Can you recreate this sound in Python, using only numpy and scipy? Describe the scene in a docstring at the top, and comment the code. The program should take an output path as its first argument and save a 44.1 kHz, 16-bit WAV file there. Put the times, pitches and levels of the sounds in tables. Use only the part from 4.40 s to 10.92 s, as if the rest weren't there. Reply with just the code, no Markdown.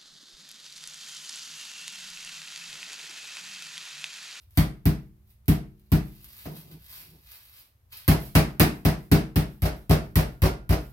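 """A kitchen, two microphones close to the counter: a rolling pin pounds chicken under plastic wrap on a board.
Each blow cracks the wrap and splats the meat (showers of tiny clicks) and booms through the counter (ringing modes).
The board rattles after each blow, sooner after a flat one; the wrap peels off the pin on its way up.
Between blows a hand tugs the film into crackle and swish and rubs the board, over soft rumble and room hush."""
import sys
import numpy as np
from scipy import signal
from scipy.fft import rfft, irfft
from scipy.io import wavfile

SR = 44100
rng = np.random.default_rng(int(sys.argv[2]) if len(sys.argv) > 2 else 0)


def wav_record(signal):
    """Record a signal, one row per channel, as 16-bit PCM in the file named by sys.argv[1]."""
    frames = np.transpose(np.atleast_2d(signal))
    bounded = np.clip(frames, -1, 1)
    # unit amplitude maps onto the largest positive 16-bit level
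    quanta = np.round(bounded * 32767).astype(np.int16)
    wavfile.write(sys.argv[1], SR, quanta)


N = 287532
TIME = np.arange(N) / SR

# Levels in the tables are source levels, ahead of the balance of direct and room sound.
# The room's quiet background: (frequency [Hz], relative level [dB])
HUSH_SPECTRUM = [(25, -17), (55, -1.5), (115, -3.5), (150, -18), (300, -23.5), (600, -26), (1400, -29.5),
                 (4000, -36.5), (8000, -40), (13000, -30.5), (16000, -35.5)]
# Reverberation of the kitchen: (frequency [Hz], decay by 60 dB [s])
KITCHEN_T60 = [(100, 1), (300, 0.27), (700, 0.31), (1800, .32), (4800, 0.26), (8000, 0.26), (13000, 0.15)]
# Likeness of the sound at the two microphones: (frequency [Hz], correlation [-1 to 1])
LIKENESS = [(100, 0.97), (290, 0.88), (640, 0.31), (1400, -0.18), (3100, 0.013), (7000, -0.039)]
# Body leaning on the counter: (frequency [Hz], relative level [dB])
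RUMBLE_SPECTRUM = [(25, -17.5), (42, -13), (54, -3), (72, -3), (95, -5), (115, -9), (145, -20.5),
                   (400, -66)]
# Hand rubbing over the board: (frequency [Hz], relative level [dB])
RUBBING_SPECTRUM = [(100, -17.5), (155, 8.5), (210, -11), (300, -8), (400, -10), (500, -18.5), (900, -21.5),
                    (3000, -62)]
# Rubs of the hand: (time of hardest press [s], swell [s], release [s], level [dB])
RUBS = [(2.125, 0.068, 0.15, -40.5), (2.35, 0.21, 0.09, -48.5), (2.76, 0.29, .1, -55)]
# Tugs at the wrap: (time at the tautest [s], swell [s], release [s], crinkle [dB], swish against crinkle [dB])
TUGS = [ (.01, 0.066, 0.062, -60, -8), (.165, 0.087, .05, -55, -18), (.91, 0.084, 0.055, -58.5, -27),
        (2.02, 0.49, 0.26, -46.5, -8.5), (2.17, 0.09, 0.14, -46, -10.5), (2.32, 0.098, 0.062, -51, -8),
        (2.539, 0.19, 0.25, -43.5, -8), (2.933, 0.14, 0.11, -45, -6.5), (3.201, 0.66, 0.11, -51.5, -8),
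        (3.528, 0.024, 0.27, -45, -4.5)]
# Lone snaps of the wrap: (time [s], level [dB])
SNAPS = [(0.108, -49), (1.058, -50.5), (1.396, -53), (1.844, -33.5), (2.171, -37), (3.524, -44)]
# Crinkling film: (frequency [Hz], relative level [dB])
CRINKLE_SPECTRUM = [(1000, -16.5), (4000, -10.5), (7000, -17.5), (10000, -9), (13000, -2.5), (15500, -3)]
# Softer swish of the film: (frequency [Hz], relative level [dB])
SWISH_SPECTRUM = [(400, -31), (900, -8), (1500, -5.5), (2400, 1), (3300, -2), (4600, 0.5), (7000, -16),
                  (15000, -16)]
# Rattling board: (frequency [Hz], relative level [dB])
BOARD_SPECTRUM = [(90, -12.5), (200, -6), (400, 1), (520, -3.5), (660, 1.5), (830, -7.5), (1000, -9),
                  (2300, -15.5), (3400, -20), (5300, -19), (7000, -29.5), (10000, -24), (13000, -19.5),
                  (16000, -25.5)]
# A utensil set ringing by the board's clatter: (frequency [Hz], level [dB], decay by 60 dB [s])
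UTENSIL_MODES = [(1470, -74, .8), (1410, -70, .8)]
# Crack of the wrap under the pin: (frequency [Hz], relative level [dB])
CRACK_SPECTRUM = [(500, -22), (2000, -10), (4800, -15.5), (7000, -20.5), (10000, -12.5), (13000, -1),
                  (15500, -9)]
# Wet splat of the meat: (frequency [Hz], relative level [dB])
SPLAT_SPECTRUM = [(120, -16), (300, 12), (520, 4), (700, 6.5), (1000, 1.5), (2100, 0.5), (3300, -6),
                  (4900, -4.5), (7000, -15), (10000, -9), (13000, -12.5), (16000, 1.5)]
# Counter and the cabinet below it: (frequency [Hz], level [dB], decay by 60 dB [s])
COUNTER_MODES = [(45.6, -34.5, 0.72), (58.77, -17.5, 0.34), (92.1, -12, 0.18), (129.35, -26.5, 0.52),
                 (145.7, -19.5, 0.41), (156.7, -9.5, .24), (175.4, -17, 0.35), (202.4, -17.5, 0.34),
                 (237.5, -19, 0.32), (266, -11, 0.089), (296.7, -15.5, 0.28), (315, -26.5, 0.51),
                 (323.3, -18.5, 0.19), (404.4, -21.5, 0.31), (453, -32, 0.49)]
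# Things on the counter that ring on: (frequency [Hz], level [dB], decay by 60 dB [s])
SYMPATHY_MODES = [(204.6, -45.5, 1.4), (370, -44.5, 0.99)]
# The pin rested on the edge of the board: (time [s], force [dB], time to peak force [ms], board knock [dB])
SET_DOWN = (2.056, -26.5, 0.45, -38)
# Blows of the pin: (time [s], force [dB], time to peak force [ms], wrap crack [dB], wet splat [dB],
# peeling [dB], board knock [dB], flatness [0 to 1])
BLOWS = [ (.173, 2, 1.17, -14, -22, -72, -31, 0.08), (.455, 0.5, 0.98, -19.5, -27.5, -70, -35.5, 0),
         (1.081, 0, 0.69, -15, -28, -78, -31, 0.15), (1.518, 1.2, 0.92, -20.5, -27, -57.5, -32.5, 0),
         (3.679, 3, 1.15, -11, -20, -46.5, -21.5, 0.03), (3.951, 2, 0.82, -16.5, -14.5, -64, -23, 0.05),
         (4.197, -1.2, 0.33, -8.5, -13.5, -58, -27.5, 0.05), (4.45, -1, 0.85, -20, -21.5, -60.5, -26.5, 0),
         (4.715, 0.5, 0.32, -17.5, -19, -69, -25, 0.01), (4.958, -1, 1.03, -19.5, -24, -61.5, -30.5, 0.02),
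         (5.22, 3.5, 2.76, -22.5, -32, -60, -23.5, 0.11), (5.495, 2, 1.1, -23.5, -26.5, -63.5, -17.5, 0.83),
         (5.756, 3.5, 1.77, -13, -23, -63, -23, 0.14), (6.019, 7.5, 2.8, -20.5, -27, -78, -19.5, 0.53),
         (6.292, 7, 2.95, -24.5, -31, -57, -21.5, 0.43)]

HUSH_DB = -66
CUTOFF_HZ = 15950
ROOM_SIZE = 16384   # samples in a room response and in a burst
EAR_LAG_S = .00016   # direct sound, right microphone after left
STROKE_RANGE_DB = 24   # gained over a stroke's swell, lost over its release
RUMBLE_DB, STILL_DIP_DB = -59.5, 17   # the body keeps still for a moment
STILL_FROM_S, STILL_TO_S, SETTLE_S = 2.96, 3.4, 0.076
SLAM_S, FALL_BACK_S = .014, .033   # board knocks, after the blow
TOUCH_S = 5.2   # from here on the clatter rings the utensil
LIFT_S = .1   # the wrap starts to unstick, after the blow


def from_db(db):
    """Decibels to amplitude."""
    return 10 ** (np.asarray(db) / 20)


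def at_hz(points, hz):
    """Reads a table on a log-frequency axis."""
    points = np.array(points)
    return np.interp(np.log(hz + 1e-3), np.log(points[:, 0]), points[:, 1])


def through(x, response):
    """Convolution, cut to the length of the scene."""
    return signal.oaconvolve(np.atleast_2d(x), np.atleast_2d(response), axes=-1)[:, :N]


def add(track, s, sound):
    """Mixes a sound in from time s on."""
    start = max(round(s * SR), 0)
    track[..., start:start + sound.shape[-1]] += sound[..., :N - start]


def colour(x, spectrum, size=4096):
    """Causal (minimum-phase) filter that keeps the power of white noise."""
    hz = np.arange(size // 2 + 1) * SR / size
    bass_cut = np.hypot(1, spectrum[0][0] / 2 / (hz + 1))
    top_cut = np.hypot(1, (hz / CUTOFF_HZ) ** 20)
    gain = from_db(at_hz(spectrum, hz)) / bass_cut / top_cut
    # folding the cepstrum onto positive times makes the phase minimal
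    fold = np.r_[1, np.full(size // 2 - 1, 2)]
    cepstrum = irfft(np.log(gain))[:size // 2] * fold
    response = irfft(np.exp(rfft(cepstrum, size)))
    return through(x, response / np.linalg.norm(response))


def grains(count, spread_db):
    """Dense tiny clicks of uneven size; rms 1."""
    sizes = from_db(spread_db * np.clip(rng.standard_normal(count), -2, 2))
    x = rng.standard_normal(count) * sizes
    return x / np.std(x)


def clumps(count, spread_db, per_s):
    """A gain that makes clicks come in uneven bunches; rms 1."""
    knots = np.arange(0, count + SR / per_s, SR / per_s)
    heights = np.clip(rng.standard_normal(len(knots)), -2, 2)
    gain = from_db(spread_db * np.interp(np.arange(count), knots, heights))
    return gain / np.sqrt(np.mean(gain ** 2))


def bursts(times, levels_db, rise_s, t60, spread_db, clump_db=0):
    """A swelling and dying shower of clicks at each time, with no pitch of its own."""
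    track, t = np.zeros(N), TIME[:ROOM_SIZE]
    shape = (1 - np.exp(-t / rise_s)) * from_db(-60 * t / t60)
    shape /= shape.max()
    for s, level_db in zip(times, levels_db):
        envelope = shape * clumps(len(t), clump_db, per_s=500)
        shower = grains(len(t), spread_db) * envelope
        for _ in range(2):
            flat = irfft(np.exp(1j * np.angle(rfft(shower))))   # all frequencies equally strong
            shower = flat * envelope ** .25   # holds the flattened shower in its envelope
        shower *= np.linalg.norm(shape) / np.linalg.norm(shower)
        add(track, s, from_db(level_db) * shower)
    return track


def stroke(peak_s, swell_s, release_s):
    """Gain of one stroke of the hand: it builds up to a peak and lets go."""
    away = np.maximum((peak_s - TIME) / swell_s, (TIME - peak_s) / release_s)
    return from_db(-STROKE_RANGE_DB * np.minimum(away, 10))


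def ringing(modes, lag_s):
    """Stereo response of struck modes, alternating in sign; sides take turns, in pairs of modes, to hear first."""
    t, out = TIME[:SR], 0
    for k, (hz, level_db, t60) in enumerate(modes):
        side = (-1) ** (k // 2) * np.array([[1], [-1]])
        age = np.maximum(t + lag_s / 2 * side - lag_s / 2, 0)
        decay = from_db(level_db - 60 * age / t60)
        out = out + (-1) ** k * decay * np.sin(2 * np.pi * hz * age)
    return out


def diffuse(count):
    """White noise at two microphones, as alike at each frequency as the likeness table says."""
    mid, side = rfft(rng.standard_normal((2, count)))
    alike = np.clip(at_hz(LIKENESS, np.arange(len(mid)) * SR / count), -1, 1)
    shared = np.sqrt((1 + alike) / 2) * mid
    opposed = np.sqrt((1 - alike) / 2) * side * [[1], [-1]]
    return irfft(shared + opposed, count)


def kitchen(build_up_s=0.00055):
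    """One pattern of echoes from counter, cupboards and walls; each octave dies at its own rate."""
    field, t = rfft(diffuse(ROOM_SIZE)), TIME[:ROOM_SIZE]
    hz = np.arange(field.shape[1]) * SR / ROOM_SIZE
    octave = np.log2(np.clip(hz, 125, 16000) / 125)
    tail = 0
    for k in range(int(octave[-1]) + 1):
        band = irfft(field * np.maximum(1 - abs(octave - k), 0))
        tail = tail + band * from_db(-60 * t / at_hz(KITCHEN_T60, 125 * 2 ** k))
    tail = tail * (1 - np.exp(-(t / build_up_s) ** 2))
    return tail / np.sqrt(np.sum(tail ** 2) / 2)


def heard(x, room, direct_db, room_db, pan_db, steady_share=.14):
    """Direct sound reaches the left microphone first; the echoes shift as each blow lands on a new spot."""
    right = np.interp(TIME - EAR_LAG_S, TIME, x[0], left=0)
    out = from_db(direct_db) * np.array([x[0], right])
    edges = [0] + [round(row[0] * SR) for row in BLOWS] + [N]
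    for start, end, shifting in zip(edges, edges[1:], rng.permutation(room[1:])):
        echoes = np.sqrt(steady_share) * room[0] + np.sqrt(1 - steady_share) * shifting
        add(out, start / SR, from_db(room_db) * through(x[:, start:end], echoes))
    return out * from_db([[pan_db / 2], [-pan_db / 2]])


def hush():
    """The quiet kitchen: steady noise, strongest in the bass, around both microphones."""
    return from_db(HUSH_DB) * colour(diffuse(N), HUSH_SPECTRUM)


def handling():
    """Hand and body move against the counter: dull rubs, and a deep rumble that sinks while the body is still."""
    pressure = sum(from_db(level_db) * stroke(s, swell_s, release_s)
                   for s, swell_s, release_s, level_db in RUBS)
    still = np.clip(1 + np.minimum(TIME - STILL_FROM_S, STILL_TO_S - TIME) / SETTLE_S, 0, 1)
    rumble = from_db(RUMBLE_DB - STILL_DIP_DB * still) * colour(diffuse(N), RUMBLE_SPECTRUM)
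    return rumble + pressure * colour(diffuse(N), RUBBING_SPECTRUM)


def wrap(room, clump_db):
    """Each tug makes the film crackle in clumps of tiny buckles over a softer swish; lone snaps stand out."""
    bunches = clumps(N, clump_db, per_s=600)
    pulls = np.array([from_db(level_db) * stroke(s, swell_s, release_s)
                      for s, swell_s, release_s, level_db, _ in TUGS])
    swishes = pulls * from_db([row[-1:] for row in TUGS])
    # overlapping tugs add in power
    crinkle = np.linalg.norm(pulls, axis=0) * bunches * grains(N, spread_db=13.5)
    swish = np.linalg.norm(swishes, axis=0) * bunches * grains(N, spread_db=10.0)
    snaps = bursts(*np.transpose(SNAPS), rise_s=0.00023, t60=0.0056, spread_db=0.5)
    film = colour(crinkle + snaps, CRINKLE_SPECTRUM) + colour(swish, SWISH_SPECTRUM)
    return heard(film, room, direct_db=-3.5, room_db=-2.0, pan_db=-1.0)


def knocks():
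    """A flat blow slams the board as the meat gives way; others let it spring up and fall back: (s, level dB)."""
    rows = [(SET_DOWN[0], SET_DOWN[-1])]
    for s, *_, knock_db, flatness in BLOWS:
        slam_share = np.clip(flatness, 0, .99)   # share of the knock's power
        for delay_s, share in ((SLAM_S, slam_share), (FALL_BACK_S, 1 - slam_share)):
            rows.append((s + delay_s, knock_db + 10 * np.log10(share + 1e-9)))
    return rows


def board(room):
    """The board knocks on the counter in a short, uneven rattle, which later also rings a utensil."""
    s, level_db = np.transpose(knocks())
    clatter = bursts(s, level_db, rise_s=0.0011, t60=0.05, spread_db=9, clump_db=4.0)
    rattle = colour(clatter, BOARD_SPECTRUM)
    utensil = through(rattle * (TIME > TOUCH_S), ringing(UTENSIL_MODES, lag_s=0)[0])
    return heard(rattle + utensil, room, direct_db=-2.5, room_db=2.5, pan_db=-0.9)


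def slaps(room):
    """Trapped air cracks the wrap, the meat splats, the wrap buckles, then unsticks as the pin lifts."""
    s, _, _, crack_db, splat_db, peel_db, _, _ = np.transpose(BLOWS)
    crack = bursts(s, crack_db, rise_s=0.0004, t60=0.009, spread_db=4.0)
    splat = bursts(s, splat_db, rise_s=0.0007, t60=0.055, spread_db=3.0, clump_db=4.5)
    buckle_db = .5 * crack_db - 36.5   # follows the crack at half its range
    buckle = bursts(s + 0.017, buckle_db, rise_s=0.012, t60=0.088, spread_db=14.0, clump_db=7.5)
    peel = bursts(s + LIFT_S, peel_db, rise_s=.035, t60=0.53, spread_db=8.0, clump_db=4.5)
    film = colour(crack, CRACK_SPECTRUM) + colour(buckle + peel, CRINKLE_SPECTRUM)
    meat = colour(splat, SPLAT_SPECTRUM)
    return (heard(film, room, direct_db=-5.0, room_db=-1.0, pan_db=-3.0)
            + heard(meat, room, direct_db=-8.0, room_db=3.0, pan_db=0.05))


def thuds(knock_db, knock_ms):
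    """The meat cushions each blow into a smooth push on the counter: the longer the contact, the deeper the boom."""
    force, t = np.zeros(N), TIME[:SR // 20]
    pushes = [row[:3] for row in BLOWS + [SET_DOWN]]
    pushes += [(s, level_db + knock_db, knock_ms) for s, level_db in knocks()]
    for s, force_db, peak_ms in pushes:
        push = t ** 2 * np.exp(-2000 * t / peak_ms)   # peaks after peak_ms
        add(force, s, from_db(force_db) * push / push.sum())
    modes = ringing(COUNTER_MODES, lag_s=0.00028) + ringing(SYMPATHY_MODES, lag_s=.0002)
    return through(force, modes)


def scene():
    """From the hush of the kitchen up to the blows on the counter."""
    room = np.array([kitchen() for _ in range(len(BLOWS) + 2)])   # one steady echo pattern, then the shifting ones
    background = hush() + handling()
    boom = thuds(knock_db=2.5, knock_ms=0.45) * from_db([[.5], [-.5]])
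    reflections = through(boom.mean(axis=0), room[0]) * [[1], [-1]]
    boom = boom + from_db(-40.5) * reflections   # these widen the boom
    return background + wrap(room, clump_db=4.5) + board(room) + slaps(room) + boom


def record(dry):
    """A steep low-pass filter cuts the top of both microphone signals."""
    return signal.sosfilt(signal.ellip(10, .2, 70, CUTOFF_HZ, fs=SR, output="sos"), dry)


dry = scene()
out = record(dry)
wav_record(out)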